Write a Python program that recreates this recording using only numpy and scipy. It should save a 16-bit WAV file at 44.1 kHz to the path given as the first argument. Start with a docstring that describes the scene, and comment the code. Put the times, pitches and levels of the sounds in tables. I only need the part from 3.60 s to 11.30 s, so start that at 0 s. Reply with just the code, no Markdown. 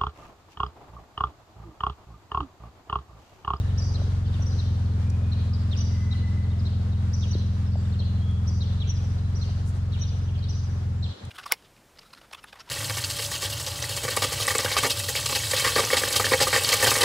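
"""From the start an off-road car creeps over a stony forest clearing, its exhaust throbbing just above idle.
Harmonics of the throb make the hum, and shaped noise makes the tyres and the wide forest air.
Small birds chirp throughout, the near ones to the right: swept tones that the trees scatter back.
Stones knock under the tyres as short falling tones, the heaviest almost halfway through.
The hum and tyres weaken as the car draws away, and near the end the exhaust level dips sharply."""
import sys
import numpy as np
from scipy import signal
from scipy.fft import rfft, irfft
from scipy.io import wavfile
from scipy.ndimage import map_coordinates

SR = 44100
rng = np.random.default_rng(int(sys.argv[2]) if len(sys.argv) > 2 else 0)


def unload_wav(signal):
    """Save mono or channel-first audio to the path in sys.argv[1] as 16-bit WAV at rate SR, clipped to [-1, 1]."""
    wavfile.write(
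        sys.argv[1],
        SR,
        np.round(np.clip(np.atleast_2d(signal).T, -1, 1) * 32767).astype(np.int16),
    )


N = 339518
TIME = np.arange(N) / SR

# Forest air and distant running noise. Each row: frequency in Hz, relative spectral density in dB.
AIR_SPECTRUM = [(20, -36), (150, 2), (300, -4), (500, -15), (800, -9.5), (1300, -9.5), (1800, -13.5),
                (2400, -18.5), (3500, -18.5), (5000, -21.5), (7000, -26), (10000, -33.5), (15500, -47)]
# Coherence of the air at the two microphones. Each row: frequency in Hz, left-right likeness (0 to 1).
AIR_COHERENCE = [(100, 1), (250, 1), (350, 0.35), (500, 0.18), (800, 0), (1200, 0)]
# level of the air at the start, and its slow fade
AIR_DB, AIR_FADE_DB_PER_S = -46.5, 0.27
# Hisses and snaps in the undergrowth.
# Each row: start in seconds, length in seconds, relative level in dB, centre frequency in Hz.
RUSTLE_EVENTS = [(1.495, 0.014, -46.5, 5950), (4.707, .01, -59, 7000), (6.036, 0.098, -53.5, 7200),
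                 (6.124, 0.075, -60, 6960), (7.649, 0.0081, -50, 7870)]
# time for the echoes among the trees to fall by 60 dB
FOREST_T60_S = .85

# Thin whistles from deep in the trees. Each row: start in seconds, length in seconds,
# start pitch in Hz, middle pitch in Hz, end pitch in Hz, relative level in dB.
WHISTLE_EVENTS = [(.0, 0.26, 1755, 1780, 1797, -60), (1.257, 0.69, 2203, 2475, 2384, -62),
                  (1.75, 0.62, 1280, 1187, 1149, -61.5), (2.199, 0.79, 2085, 2012, 2050, -53.5),
                  (4.146, 0.13, 7480, 7560, 7760, -66), (4.554, .5, 1300, 1253, 1204, -61.5),
                  (4.575, .17, 3050, 3334, 3277, -53.5), (7.328, 0.19, 7300, 7450, 7620, -68.5)]
# Faint chirrups of the farther birds. Each row: start in seconds, relative level in dB, top pitch in Hz.
FLOCK_CALLS = [(0, -51, 4100), (.08, -50, 4000), (.64, -50.5, 3750), (0.658, -48.5, 4850),
               (1.18, -55, 3900), (1.243, -51, 4750), (1.63, -55.5, 3800), (2.56, -60, 4770),
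               (2.668, -59, 5550), (2.825, -51.5, 4450), (2.9, -50.5, 3900), (2.98, -50.5, 5540),
               (3.315, -50, 4220), (4.05, -52.5, 3800), (4.06, -53, 5500), (4.115, -53, 4800),
               (4.245, -51, 3700), (4.319, -49, 4100), (4.48, -55, 3700), (5.12, -51, 4100),
               (5.58, -53.5, 4150), (6.218, -51.5, 4670), (6.67, -48.5, 3450), (6.745, -51, 3430),
               (6.775, -50, 4700), (6.87, -49, 4080), (7.58, -56, 3500)]
# Contours of the four notes; each call rescales the pitch to its own top and the level by its contrast.
# Each row: time from the start in seconds, relative pitch in Hz, relative level in dB.
ARCH_SHAPE = [(0, 4400, -16), (.005, 5000, -4), (.009, 5600, -1), (.013, 6100, .5), (.018, 5650, -.5),
              (.024, 6000, 0), (.028, 5200, -3), (.033, 4600, -12), (.04, 4500, -22), (.046, 4700, -8),
              (.051, 5000, -5.5), (.056, 4600, -10), (.061, 4500, -24)]
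TINK_SHAPE = [(0, 5000, -28), (.008, 5900, -20), (.015, 6250, -11), (.021, 6100, -26), (.025, 5450, -13),
              (.029, 5800, -2), (.035, 6000, 1.5), (.041, 5820, -2), (.047, 5700, -11), (.056, 5650, -22),
              (.072, 5300, -50), (.088, 5100, -20), (.108, 5000, -13), (.12, 4900, -30)]
CHIRRUP_SHAPE = [(0, 3650, -18), (.004, 4000, -5), (.008, 4250, -1.5), (.013, 3830, -7), (.018, 4070, 4),
                 (.022, 3700, -8), (.027, 3300, -11), (.031, 3000, -18), (.036, 3120, -10),
                 (.042, 2750, -16), (.048, 2450, -25)]
CHUP_SHAPE = [(0, 3500, -16), (.005, 3900, -6), (.009, 4400, -6), (.014, 3500, -3), (.02, 3750, 2),
              (.025, 3350, 1), (.03, 2950, -4), (.037, 3020, -6), (.044, 2550, -10), (.055, 2350, -15)]
# High arched calls. Each row: start in seconds, relative level in dB.
ARCH_CALLS = [(0.172, -40), (0.856, -47), (0.972, -51.5), (2.162, -41), (3.526, -42.5), (4.867, -45.5),
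              (5.747, -47), (6.882, -44)]
# Falling chirrups. Each row: start in seconds, relative level in dB, top pitch in Hz.
CHIRRUP_CALLS = [(.34, -42, 4305), (.912, -47.5, 4360), (.984, -42.5, 4240), (1.715, -42.5, 4250),
                 (1.929, -46, 5090), (2.508, -41.5, 4150), (3.05, -43.5, 4360), (3.726, -40.5, 4417),
                 (4.386, -40.5, 4305), (5.003, -40.5, 4270), (5.81, -40.5, 4330), (6.421, -43.5, 4220),
                 (6.823, -45.5, 4290), (7.423, -38, 4220)]
# Two-note calls, a low chup and then a high tink.
# Each row: start in seconds, relative chup level in dB, relative tink level in dB.
CHUP_TINK_CALLS = [(.724, -49.5, -44.5), (2.108, -41.5, -40), (3.612, -43, -43.5), (5.198, -40.5, -38),
                   (6.317, -43, -38.5)]
CHUP_HZ, TINK_HZ, TINK_AFTER_S = 4400, 6250, .068
# top pitch of the arched calls, and of the faint second tone above the low chirps
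ARCH_HZ, UPPER_HZ = 6070, 5840
# pitch tremors per second in a bird's voice, and decay time constant of the reflections around its perch
RASP_RATE, TWIGS_S = 1100, .005

# Stones under the tyres. Each row: start in seconds, relative peak level in dB, settled pitch in Hz.
STONE_KNOCKS = [(.416, -33, 560), (.795, -36, 570), (3.752, -24.5, 318), (4.155, -32, 574),
                (5.891, -40, 635)]
# Tyres on dirt. Each row: frequency in Hz, relative spectral density in dB.
TYRE_SPECTRUM = [(100, -21), (280, -10), (390, 0.5), (500, -2.5), (700, -7.5), (1200, -20.5), (4000, -63)]
# Fade of the tyres as the car draws away. Each row: time in seconds, relative level in dB.
TYRE_LEVEL = [(0, -50), (.5, -52), (2, -53.5), (7.7, -55)]

# Response of the exhaust pipe, one row for each multiple of the throb rate from the 1st up.
# Each row: relative level in dB, lift under load in dB per throb/s of sag.
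PIPE_RESPONSE = [(-36.5, -6), (-10.5, -2.5), (-9.5, -6.5), (2.42, 0.9), (-2.5, 3), (-8.5, 1.5), (-19, -1.5),
                 (-16.5, 1), (-16, 5.5), (-23, 2.5), (-23, 4.5), (-42.5, 2), (-32.5, 6.5), (-46.5, 2),
                 (-40, 1), (-52, 1.5)]
# Uneven burning in the exhaust. Each row: frequency in Hz, relative spectral density in dB.
RUMBLE_SPECTRUM = [(20, -42), (32, -43), (60, -14.5), (90, -16.5), (130, -9), (220, -2), (300, -19.5),
                   (500, -33), (900, -60.5)]
# Engine speed, sagging as the car climbs. Each row: time in seconds, throbs per second.
ENGINE_SPEED = [(0, 22.66), (.7, 22.51), (1.3, 21.41), (2.2, 21.52), (2.7, 21.61), (4.6, 21.6),
                (4.95, 21.09), (5.2, 22.58), (5.5, 22.18), (5.9, 22.47), (6.8, 22.21), (7.45, 21.53)]
# Exhaust level, lower as the car moves off. Each row: time in seconds, relative level in dB.
EXHAUST_FADE = [(0, -24), (2.4, -24.5), (3.8, -25), (5.2, -24.5), (6.0, -25.5), (7.45, -27.5)]
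# Deep dip of the exhaust; its first value also holds for all the time before.
# Each row: time in seconds, relative level in dB.
EXHAUST_DIP = [(7.47, -4), (7.525, -12), (7.54, -33), (7.6, -39), (7.64, -15), (7.68, -10), (7.7, -24)]
# share of a throb already gone at the start, and random timing wobble of the throbs in radians
START_TURN, SWAY = .178, .014
# throbs per second at middling load; the sag below it measures the load
CRUISE_RATE = 22
# sag at which the note stops brightening (throbs per second)
FULL_LOAD_SAG = 0.44
# reflections around the car favour one band of the hum, which slides down as it drives off
FAVOURED_HZ, FAVOURED_FALL_OCT_PER_S, FAVOURED_WIDTH_OCT, FAVOURED_DB = 287, .14, 0.15, 3.6
# upper edge of the recorder's band
EDGE_HZ = 15750


def gain_of(db):
    """An amplitude ratio is ten to the power of its decibels over twenty."""
    return 10 ** (np.asarray(db) / 20)


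def evened(x):
    """Dividing by the root mean square gives a signal unit power."""
    return x / np.sqrt(np.mean(x ** 2) + 1e-20)


def read(points, hz):
    """A spectrum is interpolated along a logarithmic frequency axis."""
    f, value = np.transpose(points)
    return np.interp(np.log(hz + 1), np.log(f + 1), value)


def curves(rows, t):
    """Each column of a table is interpolated linearly at the times t, its end values held."""
    s, *columns = np.transpose(rows)
    return [np.interp(t, s, c) for c in columns]


def add(mix, s, sound):
    """By superposition a sound is summed into the mix from s seconds on."""
    part = mix[max(round(s * SR), 0):][:len(sound)]
    part += sound[:len(part)]


def wander(size, rate):
    """A smooth random fluctuation of about unit size joins rate random values per second."""
    t = np.arange(size) / SR * rate
    return map_coordinates(rng.standard_normal(int(t[-1]) + 3), [t], order=2, mode="nearest")


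def noise(spectrum):
    """White noise weighted in the frequency domain becomes coloured noise of unit power."""
    weight = gain_of(read(spectrum, np.fft.rfftfreq(N, 1 / SR)))
    return evened(irfft(rfft(rng.standard_normal(N)) * weight, N))


def delayed(x, count):
    """A longer path retards the sound, here by count samples."""
    return np.r_[np.zeros(count), x[:-count]]


def air(swell_db=1.0, left_db=1.5):
    """Diffuse noise is coherent between spaced microphones only in the bass; its body leans left."""
    hz = np.fft.rfftfreq(N, 1 / SR)
    same = np.clip(read(AIR_COHERENCE, hz), -1, 1)
    left, other = rfft(noise(AIR_SPECTRUM)), rfft(noise(AIR_SPECTRUM))
    right = same * left + np.sqrt(1 - same ** 2) * other
    # left-right level difference in dB, shared equally between the sides
    difference_db = read([(200, left_db / 2), (500, left_db), (2000, 1.0), (10000, -1.0)], hz)
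    lean = gain_of(difference_db / 2)
    wash = irfft(np.array([left * lean, right / lean]), N)
    return wash * gain_of(AIR_DB - AIR_FADE_DB_PER_S * TIME + swell_db * wander(N, 14))


def rustles(octaves=0.43):
    """A brief burst of noise, Gaussian in log frequency, is heard as a bright hiss or snap."""
    out = np.zeros(N)
    for s, length, db, hz in RUSTLE_EVENTS:
        size = int(length * SR)
        distance_oct = np.log2((np.fft.rfftfreq(size, 1 / SR) + 1) / hz)
        colour = np.exp(-(distance_oct / octaves) ** 2 / 2)
        burst = evened(irfft(rfft(rng.standard_normal(size)) * colour, size))
        add(out, s, gain_of(db) * burst * np.hanning(size))
    return out


def forest(x, t60, build, clump_db=3.2):
    """Scattering by trunks builds up clumps of echoes that decay exponentially, different at each side."""
    t = np.arange(SR) / SR
    decay = gain_of(-60 * t / t60) * (1 - np.exp(-(t / build) ** 2)) * gain_of(clump_db * wander(SR, 62.4))
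    taps = rng.standard_normal((2, SR)) * (rng.random((2, SR)) < .1) * decay
    taps = taps / np.linalg.norm(taps, axis=1, keepdims=True)
    return signal.fftconvolve(x[None], taps, axes=1)[:, :N]


def from_right(x, count, near_db=-14):
    """Sound from the right reaches the left microphone later; ground and near branches reflect it quickly."""
    t = np.arange(600) / SR
    taps = rng.standard_normal((2, len(t))) * (rng.random((2, len(t))) < .05) * np.exp(-t / 0.023)
    taps = taps / np.linalg.norm(taps, axis=1, keepdims=True)
    near = signal.oaconvolve(x[None], taps, axes=1)[:, :N]
    return np.array([delayed(x, count), x]) + gain_of(near_db) * near


def whistles(waver=.016, flutter_db=3.5):
    """A distant whistle is a tone of parabolic pitch and unsteady level that swells and fades."""
    out = np.zeros(N)
    for s, length, from_hz, mid_hz, to_hz, db in WHISTLE_EVENTS:
        size = int(length * SR)
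        parabola = np.polyfit([0, .5, 1], [from_hz, mid_hz, to_hz], 2)
        bend = np.polyval(parabola, np.linspace(0, 1, size))
        hz = bend * (1 + waver * wander(size, 260))
        level = gain_of(db + flutter_db * wander(size, 55)) * signal.windows.tukey(size, .55)
        add(out, s, level * np.sin(2 * np.pi * np.cumsum(hz) / SR))
    return out


def notes(shape, rows, waver, contrast, ragged_db, scatter):
    """Frequency modulation makes a call raspy, and reflections from twigs around the perch blur it."""
    out, t = np.zeros(N), np.arange(0, shape[-1][0], 1 / SR)
    hz, db = curves(shape, t)
    for s, level_db, top_hz in rows:
        pitch_hz = top_hz * hz / hz.max() * (1 + waver * wander(len(t), RASP_RATE))
        turns = np.cumsum(pitch_hz) / SR
        # contrast scales the accents of the note shape
        level = gain_of(level_db + contrast * db + ragged_db * wander(len(t), 389))
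        note = level * np.sin(2 * np.pi * turns) * signal.windows.tukey(len(t), .12)
        twigs = rng.standard_normal(len(t)) * (rng.random(len(t)) < .1) * np.exp(-t / TWIGS_S)
        add(out, s, note)
        add(out, s, scatter * signal.fftconvolve(note, twigs / np.linalg.norm(twigs)))
    return out / np.hypot(1, scatter)


def birds(high_waver, low_waver, contrast, ragged_db, scatter, upper_db=-17):
    """Three voices differ in modulation: high arches, cleaner tinks, rougher low chirps with an upper tone."""
    arch_rows = [(s, db, ARCH_HZ) for s, db in ARCH_CALLS]
    chup_rows = [(s, db, CHUP_HZ) for s, db, _ in CHUP_TINK_CALLS]
    tink_rows = [(s + TINK_AFTER_S, db, TINK_HZ) for s, _, db in CHUP_TINK_CALLS]
    upper_rows = [(s, db + upper_db, UPPER_HZ) for s, db, _ in CHIRRUP_CALLS + chup_rows]
    low_parts = [(CHIRRUP_SHAPE, CHIRRUP_CALLS), (CHUP_SHAPE, chup_rows), (CHIRRUP_SHAPE, upper_rows)]
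    low = sum(notes(shape, rows, low_waver, contrast, ragged_db, scatter) for shape, rows in low_parts)
    arches = notes(ARCH_SHAPE, arch_rows, high_waver, contrast, ragged_db, scatter)
    tinks = notes(TINK_SHAPE, tink_rows, high_waver / 2, contrast, ragged_db / 2, scatter / 2)
    return arches, tinks, low


def knocks(rise=0.0023, sag=0.91, sag_time=0.0013):
    """A shifting stone gives a strongly damped tone of a few cycles that falls in pitch (times in s)."""
    out, t = np.zeros(N), np.arange(2000) / SR
    for s, db, hz in STONE_KNOCKS:
        turns = np.cumsum(hz * (1 + sag * np.exp(-t / sag_time))) / SR
        envelope = (t / rise * np.exp(1 - t / rise)) ** 2
        add(out, s, gain_of(db) * envelope * np.sin(2 * np.pi * turns))
    return out


def tyres(level_db=2.5, lumpy_db=2.0):
    """Tyres grinding over dirt radiate dull, lumpy noise, partly coherent between the microphones."""
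    level = gain_of(level_db + curves(TYRE_LEVEL, TIME)[0] + lumpy_db * wander(N, 45))
    shared = noise(TYRE_SPECTRUM)
    sides = np.array([evened(shared + 1.64 * noise(TYRE_SPECTRUM)) for side in range(2)])
    return level * sides * gain_of([[1.4], [-1.4]])


def pipe_lags(pipe_db, orders):
    """A causal resonator has minimum phase, so its lags follow from the Hilbert transform of its log gain."""
    log_gain = np.log(gain_of(np.r_[pipe_db[0], pipe_db, np.full(16, -45.)]))
    lag = signal.hilbert(np.r_[log_gain, log_gain[-2:0:-1]]).imag[1:len(orders) + 1]
    # the silencer chamber holds back the orders near its resonance, at the 3rd, which rounds each throb
    return lag + np.pi + 2 * np.arctan((orders - 3) / .75)


def exhaust(level_db=3.5, flutter=0.049, rumble_db=-24, limp=0.061, stagger=0.0081, puff=0.5):
    """Three unequal cylinders of a bank ring the pipe in turn; load drags the speed and brightens the note."""
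    rate = curves(ENGINE_SPEED, TIME)[0]
    sag = np.minimum(CRUISE_RATE - rate, FULL_LOAD_SAG)
    turns = START_TURN + np.cumsum(rate) / SR
    pipe_db, load_db = np.transpose(PIPE_RESPONSE)
    orders = np.arange(len(PIPE_RESPONSE)) + 1
    # strength (limp) and timing (stagger, in throbs) repeat once in every three throbs
    cycle = 2 * np.pi * turns / 3
    turns = turns + stagger * np.sin(cycle) + SWAY / 2 / np.pi * wander(N, 22)
    favoured_hz = FAVOURED_HZ * 2 ** (-FAVOURED_FALL_OCT_PER_S * TIME)
    hum = np.zeros(N)
    for k, db, lift_db, lag in zip(orders, pipe_db, load_db, pipe_lags(pipe_db, orders)):
        distance_oct = np.log2(k * rate / favoured_hz)
        favour_db = FAVOURED_DB * np.exp(-(distance_oct / FAVOURED_WIDTH_OCT) ** 2 / 2)
        hum += gain_of(db + lift_db * sag + favour_db) * np.cos(2 * np.pi * k * turns - lag)
    hum *= gain_of(level_db) * (1 + limp * np.sin(cycle) + flutter * wander(N, 28))
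    # each throb pushes out a puff of rough gas
    rumble = gain_of(rumble_db) * noise(RUMBLE_SPECTRUM) * (1 + puff * np.sin(2 * np.pi * turns))
    course_db = curves(EXHAUST_FADE, TIME)[0] + curves(EXHAUST_DIP, TIME)[0]
    return gain_of(course_db) * (hum + rumble)


def scene():
    """Direct sound, scattered echoes and background superpose at two spaced microphones."""
    arches, tinks, low = birds(high_waver=0.022, low_waver=0.033, contrast=0.95, ragged_db=2.0, scatter=.6)
    direct = from_right(gain_of(3.0) * arches, count=110)
    direct += from_right(gain_of(4.5) * tinks + gain_of(3.0) * low, count=94, near_db=-7)

    # echoes come by many paths, so they carry the whole of each sweep more evenly
    arches, tinks, low = birds(high_waver=.04, low_waver=.085, contrast=.65, ragged_db=1.5, scatter=.15)
    flock = notes(CHIRRUP_SHAPE, FLOCK_CALLS, waver=.045, contrast=0.7, ragged_db=3.5, scatter=0.71)
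    thin = whistles()
    echoes = forest(gain_of(2.5) * arches + gain_of(-3.0) * tinks, FOREST_T60_S, build=0.02)
    low_and_far = gain_of(0.9) * low + flock + gain_of(-1.0) * thin
    echoes += forest(low_and_far, FOREST_T60_S, build=0.022)
    far = from_right(gain_of(-0.5) * flock, count=60) + gain_of(-2.0) * thin

    hum = exhaust()
    # the car is on the left, so that microphone hears it a little sooner and louder
    car = np.array([hum, delayed(hum, count=11)]) * gain_of([[.25], [-.25]])
    car += knocks() * gain_of([[1.2], [-1.2]])
    return direct + far + echoes + car + tyres() + air() + np.array([rustles(), rustles()])


def record(dry):
    """A linear-phase low-pass filter sets the recorder's band limit."""
    band = signal.firwin(511, EDGE_HZ, window=("kaiser", 9), fs=SR)
    return signal.oaconvolve(dry, band[None], "same")


dry = scene()
out = record(dry)
unload_wav(out)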